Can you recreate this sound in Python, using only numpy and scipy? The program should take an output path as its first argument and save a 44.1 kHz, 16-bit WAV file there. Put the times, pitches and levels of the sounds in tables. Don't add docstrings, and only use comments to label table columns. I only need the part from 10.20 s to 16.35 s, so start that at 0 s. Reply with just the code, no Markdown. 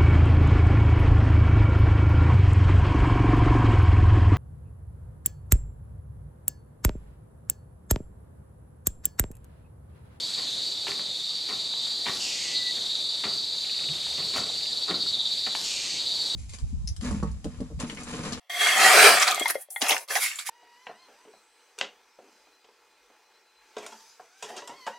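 import sys
import numpy as np
from scipy import signal
from scipy.fft import rfft, irfft, next_fast_len
from scipy.io import wavfile
from scipy.ndimage import uniform_filter1d, map_coordinates

SR = 44100
rng = np.random.default_rng(int(sys.argv[2]) if len(sys.argv) > 2 else 0)


def volts_from_db(level):
    exponent = np.asarray(level, float) / 20
    return 10 ** exponent


def persist_wave(psi):
    counts = np.round(np.clip(psi, -1, 1) * 32767).astype(np.int16)
    wavfile.write(sys.argv[1], SR, np.atleast_2d(counts).T)


N = 271215


def unit(x):
    return x / np.sqrt(np.mean(x ** 2) + 1e-20)


def along(points, hz):
    f, v = np.transpose(points)
    return np.interp(np.log(hz + 1), np.log(f + 1), v)


def curves(rows, outside=None):
    s, *cols = np.transpose(rows)
    return [np.interp(np.arange(N) / SR, s, c, outside, outside) for c in cols]


def wobble(rate):
    return map_coordinates(rng.standard_normal(N // 50), [np.arange(N) * rate / SR])


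def filtered(x, response):
    m = next_fast_len(N + 8192)
    return irfft(rfft(x, m) * response(np.fft.rfftfreq(m, 1 / SR)), m)[..., :N]


def coloured(x, spectrum):
    return unit(filtered(x, lambda hz: volts_from_db(along(spectrum, hz))))


def modes(table):
    def response(f):
        total = 0
        for k, (centre, width, db) in enumerate(table):
            damping = 1j * f * width
            total = total + (-1) ** k * volts_from_db(db) * damping / (centre * centre - f * f + damping)
        return total
    return response


def patchy(depth_db):
    z = signal.stft(rng.standard_normal(N + 512), nperseg=512)[2]
    field = uniform_filter1d(rng.standard_normal(z.shape), size=6, axis=0)
    field = uniform_filter1d(field, size=12, axis=1)
    return signal.istft(z * volts_from_db(depth_db * unit(field)), nperseg=512)[1][:N]


def crackle(spread_db):
    return unit(rng.standard_normal(N) * volts_from_db(spread_db * wobble(700)))


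# f/Hz, t60/s
TRUNK_DECAY = [(150, 0.98), (1000, 0.43), (4000, 0.36), (12000, 0.052)]


def echo(x, wet_db):
    out, hop = np.pad(x, (0, SR)), SR // 4
    for start in range(0, N, hop):
        hz, t, z = signal.stft(rng.standard_normal(SR // 2), SR, nperseg=256)
        decay = volts_from_db(-60 * t / along(TRUNK_DECAY, hz)[:, None])
        tail = signal.istft(z * decay, SR, nperseg=256)[1]
        wet = signal.fftconvolve(x[start:start + hop], tail / np.linalg.norm(tail))
        out[start:start + len(wet)] += volts_from_db(wet_db) * wet
    return out[:N]


def aside(x, side_db):
    hz, t, z = signal.stft(x, SR, nperseg=256)
    turn = np.exp(2j * np.pi * rng.random(z.shape)) * (hz / (hz + 600))[:, None]
    side = volts_from_db(side_db) * signal.istft(z * turn, SR, nperseg=256)[1][:N]
    return np.array([x + side, x - side])


# t/s, chorus level/dB
STIR = [(0, -38), (.9, -41.5), (2.5, -39), (3.3, -41.5), (3.8, -38.5), (5.1, -41), (6.15, -37.5)]
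# f/Hz, level/dB per Hz
CHORUS_COLOUR = [(900, -21.5), (1600, -15.5), (2700, -6.5), (3300, 3.5), (5100, -1), (6200, -3.5),
                 (7300, -1), (8600, -7.5), (10100, -16), (12200, -19), (16300, -42)]
RUSTLE_COLOUR = [(60, -24), (100, -3.5), (440, -1.5), (760, -3), (1500, -11), (2600, -8.5), (3400, -49)]
RUMBLE_COLOUR = [(15, -30), (55, -23), (72, 17), (100, -2), (140, -34)]
# t/s, level/dB
RUMBLE_SWELLS = [(3.8, -65), (4.8, -71)]
# f/Hz, level/dB per Hz
AROUND_COLOUR = [(20, -27), (350, -9.5), (2760, -20), (3700, -2.5), (5300, -11), (6600, -26), (8600, -13.5),
                 (10000, -45)]


def forest():
    rustle_offset_db, rustle_swing = -11, 0.94
    rumble_db, swell_s = -71, 0.35
    chorus_db, = curves(STIR)
    mean_db = chorus_db.mean()
    rustle_db = mean_db + rustle_offset_db + rustle_swing * (chorus_db - mean_db)
    t = np.arange(N) / SR
    sway = volts_from_db(rumble_db) + sum(volts_from_db(db) * np.exp(-((t - s) / swell_s) ** 2) for s, db in RUMBLE_SWELLS)
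    chorus = volts_from_db(chorus_db + 0.67 * wobble(12)) * coloured(patchy(depth_db=1.4), CHORUS_COLOUR)
    rustle = volts_from_db(rustle_db + 0.35 * wobble(12)) * coloured(patchy(depth_db=1.6), RUSTLE_COLOUR)
    rumble = sway * coloured(rng.standard_normal(N), RUMBLE_COLOUR)
    around = volts_from_db(-49.5 + 0.29 * wobble(2.94)) * coloured(patchy(depth_db=2.0), AROUND_COLOUR)
    return chorus + rustle + rumble + np.array([around, -around])


# start t/s, length/s, pitch f/Hz, rms level/dB at the note's end
NOTES = [(1.634, 0.089, 1870, -60), (1.79, 0.11, 1870, -55), (2.044, 0.13, 1987, -53),
         (2.233, 0.044, 1963, -46), (2.292, 0.066, 1998, -43), (2.381, 0.036, 1978, -41),
         (2.443, 0.055, 1965, -37.5)]


def bird():
    swell_db, release_s = 8, 0.025
    t = np.arange(N) / SR
    s, length, hz, db = np.transpose(NOTES)
    u = (t - s[:, None]) / length[:, None]
    after = np.clip((u - 1) * length[:, None] / release_s, 0, 1)
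    note_db = db[:, None] - swell_db * np.clip(1 - u, 0, 1)
    gain = np.sum((u > 0) * volts_from_db(note_db) * (1 - after), axis=0)
    onset_hz = (hz + np.append(hz[0], hz[:-1])) / 2
    knots = np.ravel([s, s + length], 'F')
    pitch = np.interp(t, knots, np.ravel([onset_hz, hz], 'F')) + 5 * wobble(40.1)
    return np.sqrt(2) * uniform_filter1d(gain, size=500) * np.sin(2 * np.pi * np.cumsum(pitch) / SR)


# f/Hz, level/dB per Hz
TICK_COLOUR = [(1500, -23), (1900, 3), (2950, 14), (3400, -29)]


def ticker():
    from_s, to_s, tick_hz, onset_db, t60_s = 3.447, 4.5, 20.8, -41, 0.055
    t = np.arange(N) / SR
    since = (t - from_s) % (1 / tick_hz)
    on = (t > from_s) & (t < to_s)
    gain = on * volts_from_db(onset_db + 2.5 * wobble(10) - 60 * since / t60_s)
    return gain * coloured(rng.standard_normal(N), TICK_COLOUR)


# t/s, length/s, level/dB
SWISHES = [(0.665, 0.14, -40.5), (1.87, 0.096, -40.5), (1.91, 0.37, -39.5), (3.137, 0.035, -42),
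           (4.158, 0.07, -33.5), (5.31, 0.37, -37.5)]
# f/Hz, level/dB per Hz
CLOTH_COLOUR = [(2000, -11), (5000, 4), (9000, -8), (13000, -17.5), (16400, -36)]


def clothes():
    t = np.arange(N) / SR
    stroke = np.zeros(N)
    for s, length, db in SWISHES:
        u = np.clip((t - s) / length, 0, None)
        stroke += volts_from_db(db) * 4 * u * np.exp(1 - 4 * u)
    return stroke * coloured(crackle(spread_db=2.5), CLOTH_COLOUR)


# t/s, knock level/dB, roll-on/s, plank t60/s,
# lightness level/dB (more grit, less thud)
STEPS = [(.17, -48.5, 0.033, 0.21, 1), (0.668, -42.5, .0092, 0.31, 1), (0.787, -45.5, 0.0044, 0.091, 4.5),
         (1.286, -41, 0.0083, 0.31, 2.5), (1.855, -35, 0.014, 0.27, 3), (2.566, -47, 0.015, 0.042, 1),
         (3.036, -39.5, 0.002, 0.4, 2), (3.587, -51.5, 0.039, 0.24, -0.5), (3.974, -47, 0.013, 0.23, 1),
         (4.137, -35.5, 0.037, 0.24, -0.5), (4.678, -36.5, 0.037, 0.17, -1.5),
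         (5.262, -38.5, 0.011, 0.063, 1)]
# f/Hz, width/Hz, level/dB
PLANK = [(407, 79, -3), (773, 120, -1.5), (1072, 154, 0.5), (1383, 150, -1)]
BEAM = [(104.4, 30, -4), (153, 120, -0.5), (275, 380, -3)]
SOLE = [(1840, 180, 1.5), (2120, 390, -0.5), (3170, 1300, -3.5)]


def steps():
    thud_db, grit_db = -2, 1
    force, t = np.zeros((3, N + SR)), np.arange(SR // 2) / SR
    heel = np.array([[.45], [.1], [.55]])
    lasting = np.array([[1.0], [1.25], [.6]])
    for s, knock_db, roll, t60, light_db in STEPS:
        rise = np.clip(t / max(roll, .001), 0, 1)
        fade = volts_from_db(-60 * np.clip(t - roll, 0, None) / (max(t60, .01) * lasting))
        shape = (heel + (1 - heel) * rise) * fade
        balance = volts_from_db([[0], [thud_db - light_db], [grit_db + light_db]])
        force[:, round(s * SR):][:, :len(t)] += volts_from_db(knock_db) * balance * shape
    contact = crackle(spread_db=4.0)
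    out = np.zeros(N)
    for push, body in zip(force[:, :N], (PLANK, BEAM, SOLE)):
        steep = lambda f: modes(body)(f) / (1 + 1j * f / (2 * body[-1][0]))
        out += filtered(push * contact, steep) / np.std(filtered(contact, steep))
    return out


# t/s, peak level/dB, contact pitch f/Hz
RAPS = [(0.682, -21, 2880), (0.717, -26.5, 2200), (1.308, -32, 950), (1.884, -22, 2100),
        (4.168, -26.5, 600), (4.181, -25, 1350), (4.298, -35.5, 684), (4.679, -34, 1300),
        (4.686, -31, 1280), (4.693, -27, 1330), (4.701, -34, 350), (4.712, -32, 298), (4.862, -36, 1280),
        (5.265, -29, 2000), (5.273, -35, 2200)]


def raps():
    out, t = np.zeros(N + SR), np.arange(2048) / SR
    ring = filtered(np.arange(N) == 0, modes(BEAM + PLANK + SOLE))[:len(t)]
    for s, db, hz in RAPS:
        contact = t * np.exp(-1.6 * hz * t) * np.sin(2 * np.pi * hz * t)
        rap = signal.fftconvolve(contact, ring)
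        out[round(s * SR):][:len(rap)] += volts_from_db(db) * rap / np.abs(rap).max()
    return out[:N]


# t/s, f/Hz, peak level/dB, length/s
THUMPS = [(3.683, 146, -39, .05), (3.975, 150, -44, .04)]


def loose_board():
    s, hz, db, length = np.transpose(THUMPS)[..., None]
    u = np.clip((np.arange(N) / SR - s) / length, 0, 1)
    return np.sum(volts_from_db(db) * np.sin(np.pi * u) * np.sin(2 * np.pi * hz * length * u), axis=0)


# t/s, peak level/dB
HARD_KNOCKS = [(0.669, -21), (1.538, -29), (1.669, -34), (1.866, -18.5), (3.041, -19.5), (3.35, -33.5),
               (3.867, -28.5), (5.351, -16)]
# f/Hz, width/Hz, level/dB
KNOCK_MODES = [(884, 180, 3.5), (1750, 150, -1.5), (2280, 170, -1), (3060, 210, 1)]


def hard_knocks():
    blows = np.zeros(N)
    for s, db in HARD_KNOCKS:
        blows[round(s * SR)] = volts_from_db(db)
    single = filtered(np.arange(N) == 0, modes(KNOCK_MODES))
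    return filtered(blows, modes(KNOCK_MODES)) / np.abs(single).max()


CLICK_HZ = 264
RASP_S = .36


def buckles(click_hz, clean, sharp, smear):
    turns = np.cumsum(click_hz * (1 + .015 * wobble(6) + .03 * wobble(120))) / SR
    clicks = np.diff(np.floor(turns), prepend=0)
    gate = np.exp(-sharp * (turns % 1))
    return clean * unit(clicks) + unit(rng.standard_normal(N) * gate) + smear * rng.standard_normal(N)


# throb slows t/s, rasp starts t/s, starting level/dB, slow throb depth level/dB,
# level/dB of the clean buzz after the rasp
PHRASES = [(1.117, 2.0, -32.5, 3, -26.5), (4.596, 5.437, -31.5, 7, -30), (8.042, 8.88, -30.5, 4, -30)]


def effort():
    fast_hz, slow_hz, fast_depth_db = 20.9, 16.2, 2.63
    turn_at_slowing, square = 0.4, 2.8
    sag_db_per_s, swell_db_per_s = 1.47, 4
    rise_s, fade_s = 0.063, 0.065
    settle_s, deepen_s, blur_s = 0.067, 0.23, 0.35
    t, gain = np.arange(N) / SR, volts_from_db(-38)
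    begin = -1.1
    for slows, rasps, level_db, depth_db, _ in PHRASES:
        age, late = np.clip(t - begin, 0, None), np.clip(t - slows, 0, None)
        opening = np.clip(age / rise_s, 0, 1) * np.clip((rasps - t) / fade_s, 0, 1)
        turns = turn_at_slowing + np.where(t < slows, fast_hz, slow_hz) * (t - slows)
        depth = np.interp(t, [begin, begin + settle_s, slows - deepen_s, slows, rasps - blur_s, rasps - fade_s],
                          [0, fast_depth_db, fast_depth_db, depth_db, depth_db, 0])
        throb = np.tanh(square * np.cos(2 * np.pi * turns))
        db = level_db - sag_db_per_s * age + swell_db_per_s * late + depth * throb
        gain = np.hypot(gain, opening * volts_from_db(np.minimum(db, 0)))
        begin = rasps + RASP_S
    return gain


def buzz():
    buckle_hz, length_s, lead_s = 256.6, 0.07, 0.027
    t = np.arange(N) / SR
    turns = np.cumsum(buckle_hz * (1 + .002 * wobble(8))) / SR
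    tones = np.zeros(N)
    for k in range(10, 22):
        phase = 2 * np.pi * k * turns + .9 * wobble(10)
        tones += volts_from_db(along(TYMBAL_COLOUR, k * buckle_hz)) * np.cos(phase)
    gain = np.zeros(N)
    for _, rasps, _, _, buzz_db in PHRASES:
        start = rasps + RASP_S - lead_s
        gain += volts_from_db(buzz_db) * np.sin(np.pi * np.clip((t - start) / length_s, 0, 1))
    return unit(tones) * gain


# t/s after its start, level/dB before the edge and resonances, lower edge f/Hz
RASP = [(-.03, -64, 2700), (.005, -33, 2800), (.19, -34.5, 1950), (.33, -35.5, 1960), (.36, -41, 2900),
        (.41, -46.5, 2890)]
# start f/Hz, end f/Hz, half width/Hz, gain
SINKING = [(7200, 6300, 260, 0.99), (5500, 4500, 430, 1)]
# f/Hz, level/dB per Hz
SLACK_COLOUR = [(1500, -10.5), (3000, 1.5), (3700, -5.5), (4300, 4.5), (5000, -3.5), (7100, -4),
                (8500, -4.5), (9000, -24.5), (10000, -60)]


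def rasp(start):
    rows = np.add(RASP, [start, 0, 0])
    clicks = coloured(buckles(1.04 * CLICK_HZ, clean=1.2, sharp=1.2, smear=.6), SLACK_COLOUR)
    hz, t, z = signal.stft(clicks, SR, nperseg=256)
    f = hz[:, None]
    edge_hz = np.interp(t, rows[:, 0], rows[:, 2])
    highpass = 1 / (1 + (edge_hz / (f + 1)) ** 14)
    edge_peak = 1.04 / (1 + ((f / edge_hz - 1.05) / 0.1) ** 2)
    slack = np.clip((t - start) / RASP_S, 0, 1)
    sinking = sum(g / (1 + ((f - a - (b - a) * slack) / w) ** 2) for a, b, w, g in SINKING)
    colour = (highpass + edge_peak) * (0.69 + sinking)
    return volts_from_db(curves(rows, outside=-120)[0]) * signal.istft(z * colour, SR, nperseg=256)[1][:N]


# f/Hz, level/dB per Hz
TYMBAL_COLOUR = [(2800, -50), (3300, -16.5), (3650, 0.5), (3950, 2), (4200, -2), (4520, 3), (4850, -6),
                 (5150, -23.5), (5600, -45)]


def cicada():
    drift = 0.0055
    tense_hz, tense_half_width_hz, tense_gain = 4020, 26, 1.1
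    seesaw_db, sweep = 3.0, 3.5
    hz, t, z = signal.stft(buckles(CLICK_HZ, clean=1.3, sharp=.4, smear=.6), SR, nperseg=1024)
    f = hz[:, None]
    frames = np.minimum(t * SR, N - 1).astype(int)
    swell = 0
    for slows, rasps, *_ in PHRASES:
        swell = swell + np.clip((t - slows) / (rasps - slows), 0, 1) * (t < rasps)
    tense = 1 + tense_gain * swell / (1 + ((f - tense_hz) / tense_half_width_hz) ** 2)
    colour = volts_from_db(along(TYMBAL_COLOUR, f * (1 + drift * wobble(2.89)[frames]))) * tense
    above = np.tanh((f - tense_hz) / 1000)
    seesaw = volts_from_db(seesaw_db * above * wobble(9)[frames])
    click_sweep = np.exp(-1j * np.pi * sweep * above ** 2)
    ring = unit(signal.istft(z * colour * seesaw * click_sweep, SR, nperseg=1024)[1][:N])
    rasps = sum(rasp(row[1]) for row in PHRASES if row[1] < N / SR)
    return echo(effort() * ring + buzz() + rasps, wet_db=-7)


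def scene():
    boards = steps() + hard_knocks() + raps() + loose_board()
    walkers = aside(echo(boards, wet_db=-10.0), side_db=-10.0) + clothes()
    singers = aside(cicada() + bird() + ticker(), side_db=-14.5)
    return forest() + singers + walkers * volts_from_db([[.7], [-.7]])


def low_pass(x):
    return signal.sosfilt(signal.butter(12, 16420, fs=SR, output="sos"), x)


def record(dry):
    mix = filtered(dry, lambda hz: hz < 16420)
    return low_pass(mix)


dry = scene()
out = record(dry)
persist_wave(out)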